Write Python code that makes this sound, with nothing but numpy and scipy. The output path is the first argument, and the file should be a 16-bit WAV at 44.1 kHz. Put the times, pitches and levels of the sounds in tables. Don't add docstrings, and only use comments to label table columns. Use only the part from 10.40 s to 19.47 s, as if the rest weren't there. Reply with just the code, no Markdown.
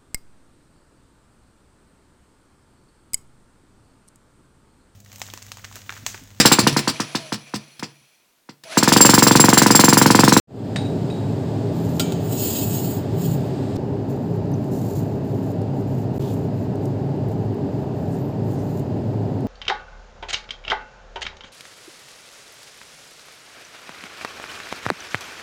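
import sys
import numpy as np
from scipy import signal
from scipy.fft import rfft, irfft, next_fast_len
from scipy.io import wavfile
from scipy.ndimage import uniform_filter1d

SR = 44100
rng = np.random.default_rng(int(sys.argv[2]) if len(sys.argv) > 2 else 0)


def dump(signal):
    limited = np.clip(np.atleast_2d(signal).T, -1, 1)
    pcm = np.round(limited * 32767).astype(np.int16)
    wavfile.write(sys.argv[1], SR, pcm)


N = 399987
TIME = np.arange(N) / SR


# (frequency [Hz], knocked level [dB], rubbed level [dB], t60 [s])
PIPE_MODES = [(625, -17, -40, .15), (1386, -10, -28, .18), (2326, -18, -36, .55), (2600, -25, -19, .1),
              (2880, -26, -17.5, .12), (3112, -11, -19.5, .25), (3820, -20, -30, .3), (4790, -19, -19, .1),
              (5220, -26, -20, .12), (5770, -15, -21, .09), (6504, -15, -23, .85), (6730, -22, -21, .4),
              (6968, -18, -21, .36), (7192, -19, -15, .3), (7295, -22, -17, .4), (7580, -22, -22, .4),
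              (8036, -28, -18, .2), (8269, -22, -19, .25), (9030, -26, -16, .06), (12566, -31, -27, .4),
              (12770, -29, -22, .3), (13048, -30, -20, .4), (13389, -30, -22, .2), (13870, -29, -16, .1),
              (14369, -31, -14, .2), (14430, -30, -12, .12), (15045, -32, -10, .2), (15075, -32, -11, .2),
              (15138, -30, -18, .2)]
# (frequency [Hz], level [dB])
WALL_SPECTRUM = [(1000, -10), (2250, -8), (2600, -1), (4900, 3), (6400, -14), (6560, 9), (7300, 9),
                 (8300, 6), (9600, -9), (11200, -11), (12200, -15), (12600, -1), (14200, -6), (15400, -2.5)]
# (frequency [Hz], level [dB])
KNOCK_SPECTRUM = [(400, -7), (650, 13), (1000, -17), (1380, 4), (1900, -10), (3100, 6), (4800, 1),
                  (5900, -11), (7300, 0), (10000, -13), (13500, -16), (15500, 2.5)]
# (time [s], ring level [dB], crack level [dB])
KNOCKS = [(1.5965, 3, 3), (1.5992, -1, 4), (1.604, -6, -3), (1.7215, -14, -8.5)]

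def jaw_knocks():
    modes = ringing([(hz, knocked_db, t60_s) for hz, knocked_db, _, t60_s in PIPE_MODES])
    body = energy_one(modes + from_db(-1) * burst(WALL_SPECTRUM, t60_s=0.12))
    return blows(KNOCKS, body, KNOCK_SPECTRUM, crack_t60_s=0.039, room_db=-8.5, room_t60_s=0.82)


# (time of top speed [s], length [s], level [dB])
SHOVES = [(2.06, 0.29, -27), (2.186, 0.24, -32), (2.365, 0.13, -31.5), (2.51, 0.15, -35.5),
          (2.867, 0.16, -36.5)]

def jaw_slide(travel_hz=2.4, split_hz=10500, low_exponent=0.97):
    slips = friction(slips_per_s=1200, spread_db=3.5, judder_db=1.9, judder_hz=78)
    modes = ringing([(hz, rubbed_db, t60_s) for hz, _, rubbed_db, t60_s in PIPE_MODES])
    wall = signal.fftconvolve(slips, modes)[:N] + from_db(-16) * coloured(slips, WALL_SPECTRUM)
    travel_rad = 2 * np.pi * TIME * travel_hz
    for share in (np.cos(travel_rad), np.sin(travel_rad)):
        mode_set = burst(WALL_SPECTRUM, t60_s=0.12)
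        wall += from_db(4) * signal.fftconvolve(slips * share, mode_set)[:N]
    high = filtered(wall, lambda hz: 1 / (1 + (split_hz / hz) ** 16))
    low = wall - high
    speed = sum(from_db(db) * swell(time_s, length_s) for time_s, length_s, db in SHOVES)
    return from_db(-3) * speed * rms_one(high) + from_db(-7.5) * speed ** low_exponent * rms_one(low)


# (frequency [Hz], level [dB], t60 [s])
SCREW_MODES = [(1400, -14, .04), (1906, -17, .1), (2550, -8, .06), (3730, -6, .15), (3790, -4, .35),
               (3842, -2, .85), (3890, -4, .3), (4700, -17, .08), (6885, -18, .2), (8694, -22, .35),
               (8888, -17, .35)]
# (frequency [Hz], level [dB])
CLINK_SPECTRUM = [(700, -18), (1400, -1), (1900, 2), (2600, -1), (3150, -2), (4500, 1), (6000, -12),
                  (8700, -8), (10500, -56), (15000, -32)]
# (time [s], ring level [dB], crack level [dB])
CLINKS = [(.3605, -2, -2.5), (.3635, -7, -9), (.452, -12.5, -31), (.7005, -12, -23)]

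def feed_screw():
    body = ringing(SCREW_MODES)
    return blows(CLINKS, body, CLINK_SPECTRUM, crack_t60_s=0.033, room_db=-6.5, room_t60_s=0.34)


# (frequency [Hz], level [dB])
SCRAPE_SPECTRUM = [(2500, -18), (4200, -1), (5800, -4.5), (7200, 4.5), (8600, -8), (10000, -7),
                   (12000, -3.5), (13800, 1.5), (15500, 0)]
# (start [s], length [s], end level [dB])
PUSHES = [(1.323, .26, -48.5), (2.95, 0.13, -57), (3.684, 0.022, -49), (3.745, 0.22, -62),
          (4.12, 0.16, -60), (4.31, .29, -47), (4.62, 0.15, -61), (4.834, 0.29, -56.5), (5.334, .07, -58),
          (5.468, 0.16, -56.5), (5.734, 0.2, -50.5), (5.94, 0.11, -58), (6.13, 0.11, -59.5),
          (6.406, 0.072, -59), (6.87, 0.055, -60), (6.97, .08, -69), (7.3, .13, -65), (7.54, 0.26, -59.5),
          (8.03, 0.12, -57), (8.213, 0.18, -55), (8.68, .04, -68)]

def roller_scrape(attack_s=0.0087, build_db=4.5, release_s=0.024):
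    slips = friction(slips_per_s=5000, spread_db=3.1, judder_db=2.1, judder_hz=110)
    force, age_s = np.zeros(N), TIME[:SR]
    for start_s, length_s, db in PUSHES:
        attack = 1 - np.exp(-age_s / attack_s)
        build = from_db(build_db * (np.minimum(age_s / length_s, 1) - 1))
        release = np.exp(-np.maximum(age_s - length_s, 0) / release_s)
        add(force, start_s, from_db(db) * attack * build * release)
    return force * coloured(slips, SCRAPE_SPECTRUM)


# (time [s], relative level [dB], centre [Hz])
TICKS = [(3.6979, -40, 13400), (4.0557, -50, 7410), (4.1165, -37, 13200), (4.2427, -40, 7000),
         (5.217, -39, 7210), (5.9394, -36, 9140), (6.3559, -39, 6960), (6.4554, -33, 5970),
         (6.665, -52, 13500), (6.759, -49, 14000), (6.8847, -39, 14300), (6.9164, -43, 7310),
         (7.1442, -43, 14600), (8.3944, -34, 14400), (9.007, -43, 6870)]

def roller_ticks(gain_db=8.5):
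    out = np.zeros(N)
    for time_s, db, centre_hz in TICKS:
        add(out, time_s, from_db(db + gain_db) * burst(band(centre_hz, skirt_db=-11), t60_s=0.02))
    return out


# (start [s], length [s], pitch at both ends [Hz], top pitch [Hz], relative level [dB])
SQUEAKS = [(2.57, 0.097, 12150, 12350, -59), (2.672, .035, 13300, 13650, -63),
           (2.72, .085, 12300, 13700, -58), (4.134, 0.011, 5700, 6360, -42),
           (7.795, .07, 11600, 13300, -57), (7.785, .09, 13300, 15600, -59), (7.86, .07, 12100, 12900, -59)]

def wheel_squeaks(waver_depth=0.006, flutter_db=3, gain_db=-6):
    out = np.zeros(N)
    waver = 1 + waver_depth * drift(rate_hz=300)
    for start_s, length_s, end_hz, top_hz, db in SQUEAKS:
        arch = np.sin(np.pi * np.clip((TIME - start_s) / length_s, 0, 1)) ** 2
        pitch_hz = (end_hz + (top_hz - end_hz) * arch) * waver
        out += from_db(db) * arch ** 0.25 * np.sin(2 * np.pi * np.cumsum(pitch_hz) / SR)
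    return out * from_db(gain_db + flutter_db * drift(rate_hz=120))


# (mid time [s], length [s], centre [Hz], level [dB])
BRUSHES = [(3.364, 0.013, 4550, -47), (4.356, 0.1, 6300, -56.5), (5.862, 0.14, 3370, -52.5),
           (7.737, 0.056, 7660, -59), (8.136, 0.087, 6500, -61), (8.203, 0.049, 5700, -58)]

def hand_brushes():
    out = np.zeros(N)
    for time_s, length_s, centre_hz, db in BRUSHES:
        slips = friction(slips_per_s=6800, spread_db=3, judder_db=-0.5, judder_hz=130)
        grain = coloured(slips, band(centre_hz, skirt_db=-13))
        out += from_db(db) * swell(time_s, length_s, exponent=4) * grain
    return out


# (centre [Hz], half-width [Hz], relative level [dB])
DRONES = [(106.77, 5.5, -32.5), (134.7, 5.7, -34), (166.84, 2.1, -36.5), (272, 11, -40), (396, 34.3, -36.5),
          (609, 41, -43.5), (802, 38, -52)]
# (frequency [Hz], level [dB])
RUMBLE_SPECTRUM = [(20, -43), (42, -33), (58, -18), (76, -14), (100, -3.5), (160, -5), (290, -5),
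                   (320, -10.5), (430, -12.5), (530, -17.5), (680, -18.5), (900, -22.5), (1150, -36.5),
                   (2200, -57)]

def machinery():
    def resonances(hz):
        return sum(from_db(db) * rms_one(1 / (1 + ((hz - centre_hz) / half_width_hz) ** 2))
                   for centre_hz, half_width_hz, db in DRONES)
    drones = filtered(rng.standard_normal(N), resonances)
    rumble = from_db(-27.5) * noise(RUMBLE_SPECTRUM)
    level_db = swell(time_s=1.56, length_s=0.93) - 1
    return from_db(level_db) * (drones + rumble)


# (frequency [Hz], level [dB])
AIR_SPECTRUM = [(900, 1.5), (1700, 1.5), (2200, -5), (2800, -3.5), (3300, -8.5), (4900, -7), (5700, -15),
                (7300, -13.5), (8500, -21), (9800, -27.5), (12500, -23.5), (13900, -22), (15500, -23)]
# (frequency [Hz], level [dB])
HISS_SPECTRUM = [(1000, 3.5), (1700, 3), (2200, -1.5), (3500, 0.5), (5000, -1.5), (5900, -10), (7400, -4),
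                 (8600, -9), (10000, -20), (12000, -19.5), (14000, -16), (15500, -17)]

def workshop_air(whine_hz=1163, hiss_end_s=3.372):
    air = from_db(-53) * noise(AIR_SPECTRUM)
    hiss = from_db(-50.5) * noise(HISS_SPECTRUM)
    whine = from_db(-58.5) * np.sin(2 * np.pi * whine_hz * TIME)
    return air + (hiss + whine) * (TIME < hiss_end_s)


def blows(hits, body, spectrum, crack_t60_s, room_db, room_t60_s):
    out = np.zeros(N)
    for time_s, ring_db, crack_db in hits:
        crack = burst(spectrum, crack_t60_s)
        tail = from_db(room_db) * burst(spectrum, room_t60_s)
        add(out, time_s, from_db(ring_db) * body + from_db(crack_db) * (crack + tail))
    return out


def friction(slips_per_s, spread_db, judder_db, judder_hz):
    sizes = from_db(spread_db * np.minimum(rng.exponential(1, N), 4))
    signs = rng.choice([-1, 1], N)
    slipping = rng.random(N) < slips_per_s / SR
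    judder = from_db(judder_db * drift(judder_hz))
    return rms_one(sizes * signs * slipping * judder)


def ringing(modes):
    out = np.zeros(SR)
    for k, (hz, db, t60_s) in enumerate(modes):
        mode = decay(t60_s) * np.sin(2 * np.pi * hz * TIME[:SR])
        out += (-1) ** k * from_db(db) * energy_one(mode)
    return energy_one(out)


def burst(spectrum, t60_s):
    return energy_one(coloured(rng.standard_normal(SR), spectrum) * decay(t60_s))


def decay(t60_s):
    return np.exp(-np.log(1000) * TIME[:SR] / t60_s)


def swell(time_s, length_s, exponent=2):
    return np.exp(-(2 * (TIME - time_s) / length_s) ** exponent)


def drift(rate_hz):
    return rms_one(filtered(rng.standard_normal(N), lambda hz: 1 / (1 + (hz / rate_hz) ** 2)))


def noise(spectrum):
    return coloured(rng.standard_normal(N), spectrum)


def band(centre_hz, skirt_db):
    return [(centre_hz / 2, skirt_db), (centre_hz, 0), (centre_hz * 2, skirt_db)]


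def coloured(x, spectrum):
    points_hz, points_db = np.transpose(spectrum)
    def gain_at(hz):
        skirts = 1 / np.sqrt(1 + (points_hz[0] / (2 * hz)) ** 6 + (hz / (1.5 * points_hz[-1])) ** 8)
        return skirts * from_db(np.interp(np.log(hz), np.log(points_hz), points_db))
    return rms_one(filtered(x, gain_at))


def filtered(x, gain_at):
    size = next_fast_len(len(x))
    hz = np.maximum(np.arange(size // 2 + 1) * SR / size, 1)
    return irfft(rfft(x, size) * gain_at(hz), size)[:len(x)]


def add(out, time_s, sound):
    start = int(np.clip(round(time_s * SR), 0, N - 1))
    out[start:start + len(sound)] += sound[:N - start]


def from_db(db):
    return 10 ** (np.asarray(db) / 20)


def rms_one(x):
    return x / np.sqrt(np.mean(x ** 2) + 1e-20)


def energy_one(x):
    return x / np.sqrt(np.sum(x ** 2) + 1e-20)


def scene():
    metal = feed_screw() + jaw_knocks() + jaw_slide()
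    handling = roller_scrape() + hand_brushes() + roller_ticks() + wheel_squeaks()
    return (metal + handling + machinery() + workshop_air())[None]


# (start [s], end [s])
DROPOUTS = [(3.370, 3.374), (5.783, 5.795)]

def record(dry):
    fade_start_s, fade_length_s, fade_exponent = 0.073, 0.33, 0.84
    output_db, cutoff_hz = 2.5, 15490
    gain = from_db(output_db) * np.clip((TIME - fade_start_s) / fade_length_s, 0, 1) ** fade_exponent
    for start_s, end_s in DROPOUTS:
        gap = (TIME > start_s) & (TIME < end_s)
        gain *= 1 - uniform_filter1d(gap.astype(float), size=24)
    return filtered(dry[0] * gain, lambda hz: 1 / np.sqrt(1 + (hz / cutoff_hz) ** 600))[None]


dry = scene()
out = record(dry)
dump(out)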